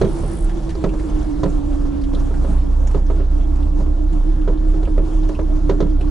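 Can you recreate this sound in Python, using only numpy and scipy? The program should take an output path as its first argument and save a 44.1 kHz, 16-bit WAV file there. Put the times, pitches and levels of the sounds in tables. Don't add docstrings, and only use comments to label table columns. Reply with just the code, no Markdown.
import sys
import numpy as np
from scipy import signal
from scipy.io import wavfile

SR = 44100
rng = np.random.default_rng(int(sys.argv[2]) if len(sys.argv) > 2 else 0)


def ratio_of_db(decibels):
    return 10 ** (np.asarray(decibels, float) / 20)


def file_out(sig):
    cols = np.atleast_2d(sig).T
    lim = np.clip(cols, -1, 1)
    pcm = np.round(lim * 32767).astype(np.int16)
    wavfile.write(sys.argv[1], SR, pcm)


N = 269010

# (time [s], mesh rate [Hz])
MESH_SPEED = [(0, 337), (.2, 328.6), (.6, 319), (1, 309.7), (1.4, 297.4), (2, 285.5), (2.4, 277),
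              (2.8, 281), (3.2, 289.5), (3.6, 291.5), (4, 300), (4.4, 307.5), (4.7, 308), (4.85, 310.5),
              (5.17, 313), (5.45, 303), (5.8, 303), (6.1, 297)]
# (time [s], boom level [dB])
ENGINE_LOAD = [(0, -24), (.5, -20.5), (.8, -26.5), (1.2, -24.5), (1.5, -20.5), (2, -21.5), (2.4, -15),
               (2.9, -13.5), (3.6, -15), (4.3, -14), (5, -13), (5.5, -13.5), (6.1, -15.5)]
# (time [s], change [dB])
RUTS = [(.08, 3), (.2, -15), (.29, 5), (0.359, -12), (.44, 8), (.69, -16), (.98, -1), (1.15, 10.5),
        (1.42, -5), (1.63, -6), (1.72, 6), (1.801, -11), (1.87, 5), (1.95, -11), (2.16, 3), (2.28, -2.5),
        (2.36, -0.5), (2.49, -3.5), (2.58, 3.5), (2.66, -4.5), (4.38, -2.5), (4.62, -6.5), (4.68, 3.5),
        (4.88, -9.5), (5.1, -7.5), (5.37, -24), (5.61, -3), (5.84, -3.5), (6.03, -1)]
# (octave frequency [Hz], level re boom [dB])
CABIN_OCTAVE = [(59, -5), (62, -5.5), (64.5, -8.5), (66, -16), (68, -17), (72, -8)]
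# (time [s], whine level [dB], depth of the dip in each shaft turn [dB])
GEAR_CONTACT = [(0, -28, -9), (.3, -29.5, -15), (.75, -28, -10), (.95, -25.5, -1), (1.25, -20, -6),
                (1.5, -21.5, -2.5), (2.1, -21, -1), (2.35, -26, -3), (2.9, -29.5, -11), (3.25, -28, -24),
                (3.45, -26.5, -2), (3.85, -25, -14), (4.4, -24, -17), (4.65, -23.5, -2), (4.95, -24.5, -13),
                (5.15, -24, 2), (5.6, -21.5, -5), (5.85, -21, -2)]
# (time [s], loss [dB])
SLACK = [(.26, -12), (.74, -14), (1.245, -9), (2.31, -8), (2.47, -10), (2.58, -19), (2.87, -8), (3.02, -17),
         (3.25, -14), (3.95, -8), (4.85, -16), (5.09, -7), (5.364, -14), (5.484, -7), (5.614, -9),
         (6.0, -32)]
# (mesh rate [Hz], left minus right [dB])
WHINE_LEAN = [(277, -3.5), (290, -8), (300, -7), (312, -3.5), (335, -1.5)]
# (mesh rate [Hz], left lead [rad])
WHINE_LEAD = [(277, 2.45), (290, 1.82), (305, 1.22), (320, .95), (337, .45)]
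# (time [s], peak [dB], thump re peak [dB], crack re peak [dB])
KNOCKS = [(0.013, -3.5, -7.5, -21.5), (0.044, -11.5, -0.5, -22), (0.233, -20, 2.5, -28),
          (0.752, -20.5, -11, -25), (0.839, -6, -8, -23), (0.936, -20, -4, -22), (1.432, -7.5, -7, -19.5),
          (1.459, -15.5, -0.5, -29), (1.851, -25.5, -15, -21), (2.133, -20.5, -3.5, -17),
          (2.307, -20.5, -29, -35), (2.445, -17, -21, -32), (2.945, -12, -7.5, -27), (3.1, -14, -13, -36),
          (3.199, -19.5, -17, -36), (3.805, -23, -6, -22), (3.861, -23.5, -20, -33),
          (4.476, -11, -6.5, -30), (4.738, -22, -10, -37), (4.828, -20.5, -10, -20), (4.873, -21, -12, -33),
          (4.978, -12, -8.5, -39), (5.291, -19.5, -17, -20), (5.39, -12, -11, -33),
          (5.694, -6.5, -7, -20.5), (5.711, -16, -13, -24), (5.803, -9, -13, -18.5),
          (5.822, -19.5, 3.5, -18), (5.864, -21.5, -3, -30), (6.01, -22.5, -19.5, -27)]
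# (frequency [Hz], level [dB], T60 [s])
PANEL_MODES = [(388.8, -5.5, 0.17), (411.7, -4, 0.13), (451.6, -5, 0.064), (522, -4, 0.033),
               (549.4, -6.5, .11), (626, -12, 0.064), (639.5, -14, 0.16), (982, -6, 0.044),
               (1110, -33, 0.059), (1257, -11, 0.036), (1347, -23, 0.1)]
# (frequency [Hz], level [dB], T60 [s])
FLOOR_MODES = [
    (154.6, -4, 0.38),
    (183.6, 4.5, 0.19),
]
# (time [s], peak [dB], ring [Hz], broad snap re ring [dB])
TICKS = [(0.492, -38.5, 1780, -7), (0.691, -46, 4230, 9), (0.702, -39, 1930, -2.5), (0.75, -41, 4570, -5),
         (0.889, -40.5, 2700, -5), (0.994, -40.5, 1830, -6), (1.092, -45, 7060, -3),
         (1.196, -44, 4680, -14), (1.499, -44, 6200, -4), (2.013, -44.5, 4430, 2), (2.036, -41.5, 3300, -1),
         (2.146, -33, 3600, -7), (2.196, -40, 5800, -6), (2.339, -36.5, 1640, -17), (2.501, -45, 4050, -4),
         (2.871, -32.5, 6340, -3.5), (2.91, -51, 7700, 14), (3.064, -45, 5300, -6),
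         (3.557, -50.5, 6460, 8.5), (3.625, -40, 3320, -7), (4.127, -50, 6700, 8.5),
         (4.414, -43, 3190, -18), (4.574, -45, 3570, -14), (4.849, -38, 2780, -9), (5.047, -49.5, 2800, -8),
         (5.231, -45, 3544, -6), (5.287, -40.5, 5900, 1), (5.348, -38.5, 2760, -9), (5.897, -50, 4480, 4),
         (6.008, -39, 2670, -3.5)]
# (frequency [Hz], level [dB], T60 [s])
DASH_MODES = [(1650, -3, 0.037), (2260, -4, 0.023), (2760, -1, 0.033), (3270, 3.5, 0.029), (3520, 2, 0.02),
              (4630, -13.5, 0.017), (5660, -3, .03), (6200, 1.5, 0.027), (7300, -2, .03)]
# (time [s], level [dB])
ROUGHNESS = [(0, 8), (.1, 6), (.4, 6), (.55, 3), (.95, 3), (1.25, 3.5), (1.9, -1), (2.4, 3), (2.95, -2),
             (3.5, -3), (4.1, -2), (4.4, -3.5), (5.3, -0.5), (5.8, -3), (6.1, -3)]
ROUGHNESS_SHARE = [.3, 0.37, 0.65, 1.07]
# (time [s], swell [dB])
HUMPS = [
    (.03, 8.5),
    (.9, 2.5),
    (2.15, 3),
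    (2.47, 3.5),
    (3.75, 3),
    (4.1, -2),
    (4.42, 2),
    (4.95, 1),
    (5.75, 4),
    (5.95, 1),
]
# (frequency [Hz], density [dB per Hz])
ROAD_COLOUR = [(82, -11), (110, -8.5), (190, -7.5), (250, -17), (320, -12), (420, -19), (680, -20.5),
               (830, -24.5), (1050, -26.5), (2200, -43.5), (3300, -44), (6300, -47), (8500, -50),
               (11200, -54)]
# (frequency [Hz], left-right likeness [0-1])
ROAD_LIKENESS = [(60, 0.66), (140, 0.78), (340, 0.26), (800, 0.53), (1910, 0.26), (4550, 0.6),
                 (10800, 0.38)]
# (frequency [Hz], left minus right [dB])
ROAD_LEAN = [(60, 6), (140, -6), (340, -2.5), (800, -1), (1910, 2), (4550, 0), (10800, 2)]
# (time [s], level [dB])
HEAVE = [(0, -26), (1, -21), (2, -23.5), (2.6, -31.5), (4.2, -23.5), (5, -22.5), (6.1, -26)]


def curves(rows):
    s, *columns = np.transpose(rows)
    return [np.interp(np.arange(N) / SR, s, column) for column in columns]


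def at_hz(points, hz):
    table = np.array(points)
    return np.interp(np.log(hz), np.log(table[:, 0] + 1), table[:, 1])


def swells(rows, width_s):
    t = np.arange(N) / SR
    return sum(db * np.exp(-.5 * ((t - s) / width_s) ** 2) for s, db in rows)


def unit(x):
    return x / np.sqrt(np.mean(x ** 2) + 1e-20)


def drift(rate):
    r = np.exp(-80 * np.pi * rate / SR)
    slow = signal.lfilter([1], [1, -2 * r, r * r], rng.standard_normal(N // 40 + 2002))
    slow = slow[2000:]
    return np.interp(np.arange(N) / 40, np.arange(len(slow)), unit(slow))


def band(x, low_hz, high_hz, order=2):
    edges_hz = [low_hz, min(high_hz, SR / 2.2)]
    return signal.sosfilt(signal.butter(order, edges_hz, "band", fs=SR, output="sos"), x)


def ring(clicks, hz, t60):
    r, w = ratio_of_db(-60 / (t60 * SR)), 2 * np.pi * hz / SR
    return signal.lfilter([0, np.sin(w)], [1, -2 * r * np.cos(w), r * r], clicks + 1e-18)


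def burst(t60):
    t = np.arange(int(.2 * SR)) / SR
    shared, left, right = rng.standard_normal((3, len(t)))
    rise = 1 - np.exp(-t / .0012)
    return (shared + .5 * np.array([left, right])) * ratio_of_db(-60 * t / max(t60, .01)) * rise


def add(out, piece, s):
    start = int(s * SR)
    out[:, start:start + piece.shape[1]] += piece[:, :N - start]


def engine():
    firing_hz = curves(MESH_SPEED)[0] / 9.31
    load_db = curves(ENGINE_LOAD)[0]
    boom_db = load_db + swells(RUTS, width_s=0.036)
    octave_db = load_db + at_hz(CABIN_OCTAVE, 2 * firing_hz + 1) + 1.5 * drift(5.3)
    phase = 2 * np.pi * np.cumsum(firing_hz) / SR + 0.37 * drift(2.3)
    octave_phase = 2 * phase - 2.7 + 0.65 * drift(4.4)
    boom = ratio_of_db(boom_db) * np.cos(phase) + ratio_of_db(octave_db) * np.cos(octave_phase)
    return np.sqrt(2) * boom * ratio_of_db([[-1.3], [1.2]])


def gears():
    teeth, turn_start_rad = 39.1, 2.0
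    wobble_rad, wobble_per_s = .9, 7
    swing_rad, swing_start_rad = 0.32, 1.3
    mesh_hz = curves(MESH_SPEED)[0]
    right_db, dip_db = curves(GEAR_CONTACT)
    right_db = right_db + swells(SLACK, width_s=0.014)
    left_db = right_db + at_hz(WHINE_LEAN, mesh_hz + 1)
    lead = at_hz(WHINE_LEAD, mesh_hz + 1)

    steady = 2 * np.pi * np.cumsum(mesh_hz) / SR
    turn = steady / teeth + turn_start_rad
    phase = steady + wobble_rad * drift(wobble_per_s)
    phase = phase + swing_rad * np.sin(turn + swing_start_rad)

    trough = ratio_of_db(np.minimum(dip_db, 0))
    share = (1 - trough) / (1 + trough)
    upper = np.clip(0.7 + 0.45 * drift(1.95), 0, 1)
    sidebands = upper * np.exp(1j * turn) + (1 - upper) * np.exp(-1j * turn)
    tone = np.exp(1j * phase) * (1 + share * sidebands) / np.sqrt(1 + share ** 2)
    haze = ratio_of_db(-42.0) * (drift(12) + 1j * drift(12.3)) * np.exp(1j * 1.07 * phase)
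    left = ratio_of_db(left_db) * tone * np.exp(1j * lead) + haze
    right = ratio_of_db(right_db) * tone + haze
    return np.sqrt(2) * np.real([left, right])


def knocks():
    rows, out = np.array(KNOCKS), np.zeros((2, N))
    bounces = ((.0009, -2), (.0031, -0.5), (.0075, -7.5), (.014, -12.5), (.024, -8.5))      # (lag [s], level [dB])
    panel_db = rows[:, 1] - 9.5
    floor_db = rows[:, 1] + rows[:, 2] - 8.5
    for modes, level_db in ((PANEL_MODES, panel_db), (FLOOR_MODES, floor_db)):
        for hz, mode_db, t60 in modes:
            clicks = np.zeros((2, N + 2000))
            for lag_s, bounce_db in bounces:
                chance = rng.normal(0, 1, (len(rows), 5))
                lag = lag_s * (1 + 0.229 * np.tanh(chance[:, 0]))
                at = ((rows[:, 0] + lag) * SR).astype(int)
                size = ratio_of_db(level_db + mode_db + bounce_db + 0.36 * chance[:, 1])
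                if lag_s >= .005:
                    size *= np.sign(chance[:, 4])
                clicks[0, at] = size * ratio_of_db(-3.0 + 1.5 * chance[:, 2])
                clicks[1, at] = size * ratio_of_db(2.0 + 2.0 * chance[:, 3])
            out += ring(clicks[:, :N], hz, t60)
    out = signal.lfilter([.22], [1, -.78], out)
    for s, peak_db, _, crack_re_db in KNOCKS:
        crack_db = peak_db + crack_re_db
        add(out, ratio_of_db(peak_db + 6.5) * band(burst(0.18), 313, 533), s)
        add(out, ratio_of_db(peak_db - 12.0) * band(burst(0.081), 480, 1820), s)
        add(out, ratio_of_db(crack_db + 2.5) * band(burst(0.073), 3050, 4530), s)
        add(out, ratio_of_db(crack_db - 2.5) * band(burst(0.058), 5400, 6840), s)
    return out


def ticks():
    out = np.zeros((2, N))
    for s, peak_db, hz, snap_db in TICKS:
        t60 = 0.072 * (4000 / hz) ** 0.4
        puff = burst(t60) * ratio_of_db(peak_db) * np.sqrt(SR / hz)
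        resonance = 0.66 * band(puff, hz / 1.21, hz * 1.113)
        snap = ratio_of_db(snap_db - 4.5) * band(puff, 650, 3360, order=1)
        add(out, resonance + snap, s)
    return out


def buzz(per_s, spread_db):
    born = rng.random(N) < per_s * ratio_of_db(5.5 * drift(7)) / SR
    strength = ratio_of_db(spread_db * np.minimum(rng.exponential(1, N), 4))
    touches = born * strength * rng.choice([-1, 1], N)
    dealt = rng.integers(0, len(DASH_MODES), N)
    sides = touches * ratio_of_db(5.4 * rng.normal(0, 1, N) * [[1], [-1]])
    rings = 0
    for k, (hz, db, t60) in enumerate(DASH_MODES):
        rings = rings + ring(ratio_of_db(db) * sides * (dealt == k), hz, t60)
    return ratio_of_db(-63 + ROUGHNESS_SHARE[2] * curves(ROUGHNESS)[0]) * unit(rings)


def grasshopper():
    start_s, end_s, edge_s, strokes_per_s = 0.072, .462, .008, 54.5
    t = np.arange(N) / SR
    strokes = (.5 + .5 * np.cos(2 * np.pi * strokes_per_s * (t - .445))) ** 1.8
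    singing = np.clip(np.minimum(t - start_s, end_s - t) / edge_s, 0, 1)
    swell = ratio_of_db(-55 + 17 * np.minimum(t, end_s))
    shared, left, right = band(rng.standard_normal((3, N)), 7900, 10700, order=4)
    rasp = shared + 1.1 * np.array([left, right])
    gate = 0.37 + strokes * ratio_of_db(1.9 * drift(25))
    return swell * singing * unit(gate * rasp)


def road(patchy_db, grit_db):
    levels = [share * curves(ROUGHNESS)[0] for share in ROUGHNESS_SHARE]
    levels[0] = levels[0] + swells(HUMPS, width_s=0.071)
    edges = 70 * 2 ** np.arange(0, 7.8, 1 / 3)
    bumps, grit = drift(9), ratio_of_db(grit_db * drift(42))
    white = rng.standard_normal((2, 2, N))
    out = 0
    for k, (low, high) in enumerate(zip(edges, edges[1:])):
        hz = np.sqrt(low * high)
        zone = int(hz > 350) + int(hz > 1800) + int(hz > 7500)
        mid, side = band(white[k % 2], low, high)
        alike = np.clip(at_hz(ROAD_LIKENESS, hz), 0, 1)
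        pair = np.sqrt(1 + alike) * mid + np.sqrt(1 - alike) * side * [[1], [-1]]
        patches = patchy_db * (0.76 * bumps + drift(7.9))
        gain = ratio_of_db(at_hz(ROAD_COLOUR, hz) + levels[zone] + patches)
        lean = ratio_of_db(at_hz(ROAD_LEAN, hz) / 2 * np.array([[1], [-1]]))
        out = out + gain * lean * pair * (grit if zone else 1)
    return ratio_of_db(-29.5) * unit(out)


def heave():
    lumps = unit(band(rng.standard_normal(N), 17.5, 51.0))
    return ratio_of_db(curves(HEAVE)[0]) * lumps * ratio_of_db([[-1.2], [1.2]])


def scene():
    drive = engine() + gears()
    trim = knocks() + ticks() + buzz(per_s=150, spread_db=-1.8)
    return drive + trim + grasshopper() + road(patchy_db=1.74, grit_db=-0.3) + heave()


def top_cut(x):
    return signal.sosfilt(signal.butter(12, 11400, fs=SR, output="sos"), x)


def record(dry):
    ceiling = 1.1
    rounded = ceiling * np.tanh(dry / ceiling)
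    edge = signal.ellip(14, .5, 80, 11130, fs=SR, output="sos")
    beyond = signal.cheby2(8, 30, 11900, fs=SR, output="sos")
    mix = signal.sosfilt(np.vstack([edge, beyond]), rounded)
    return top_cut(mix)


dry = scene()
out = record(dry)
file_out(out)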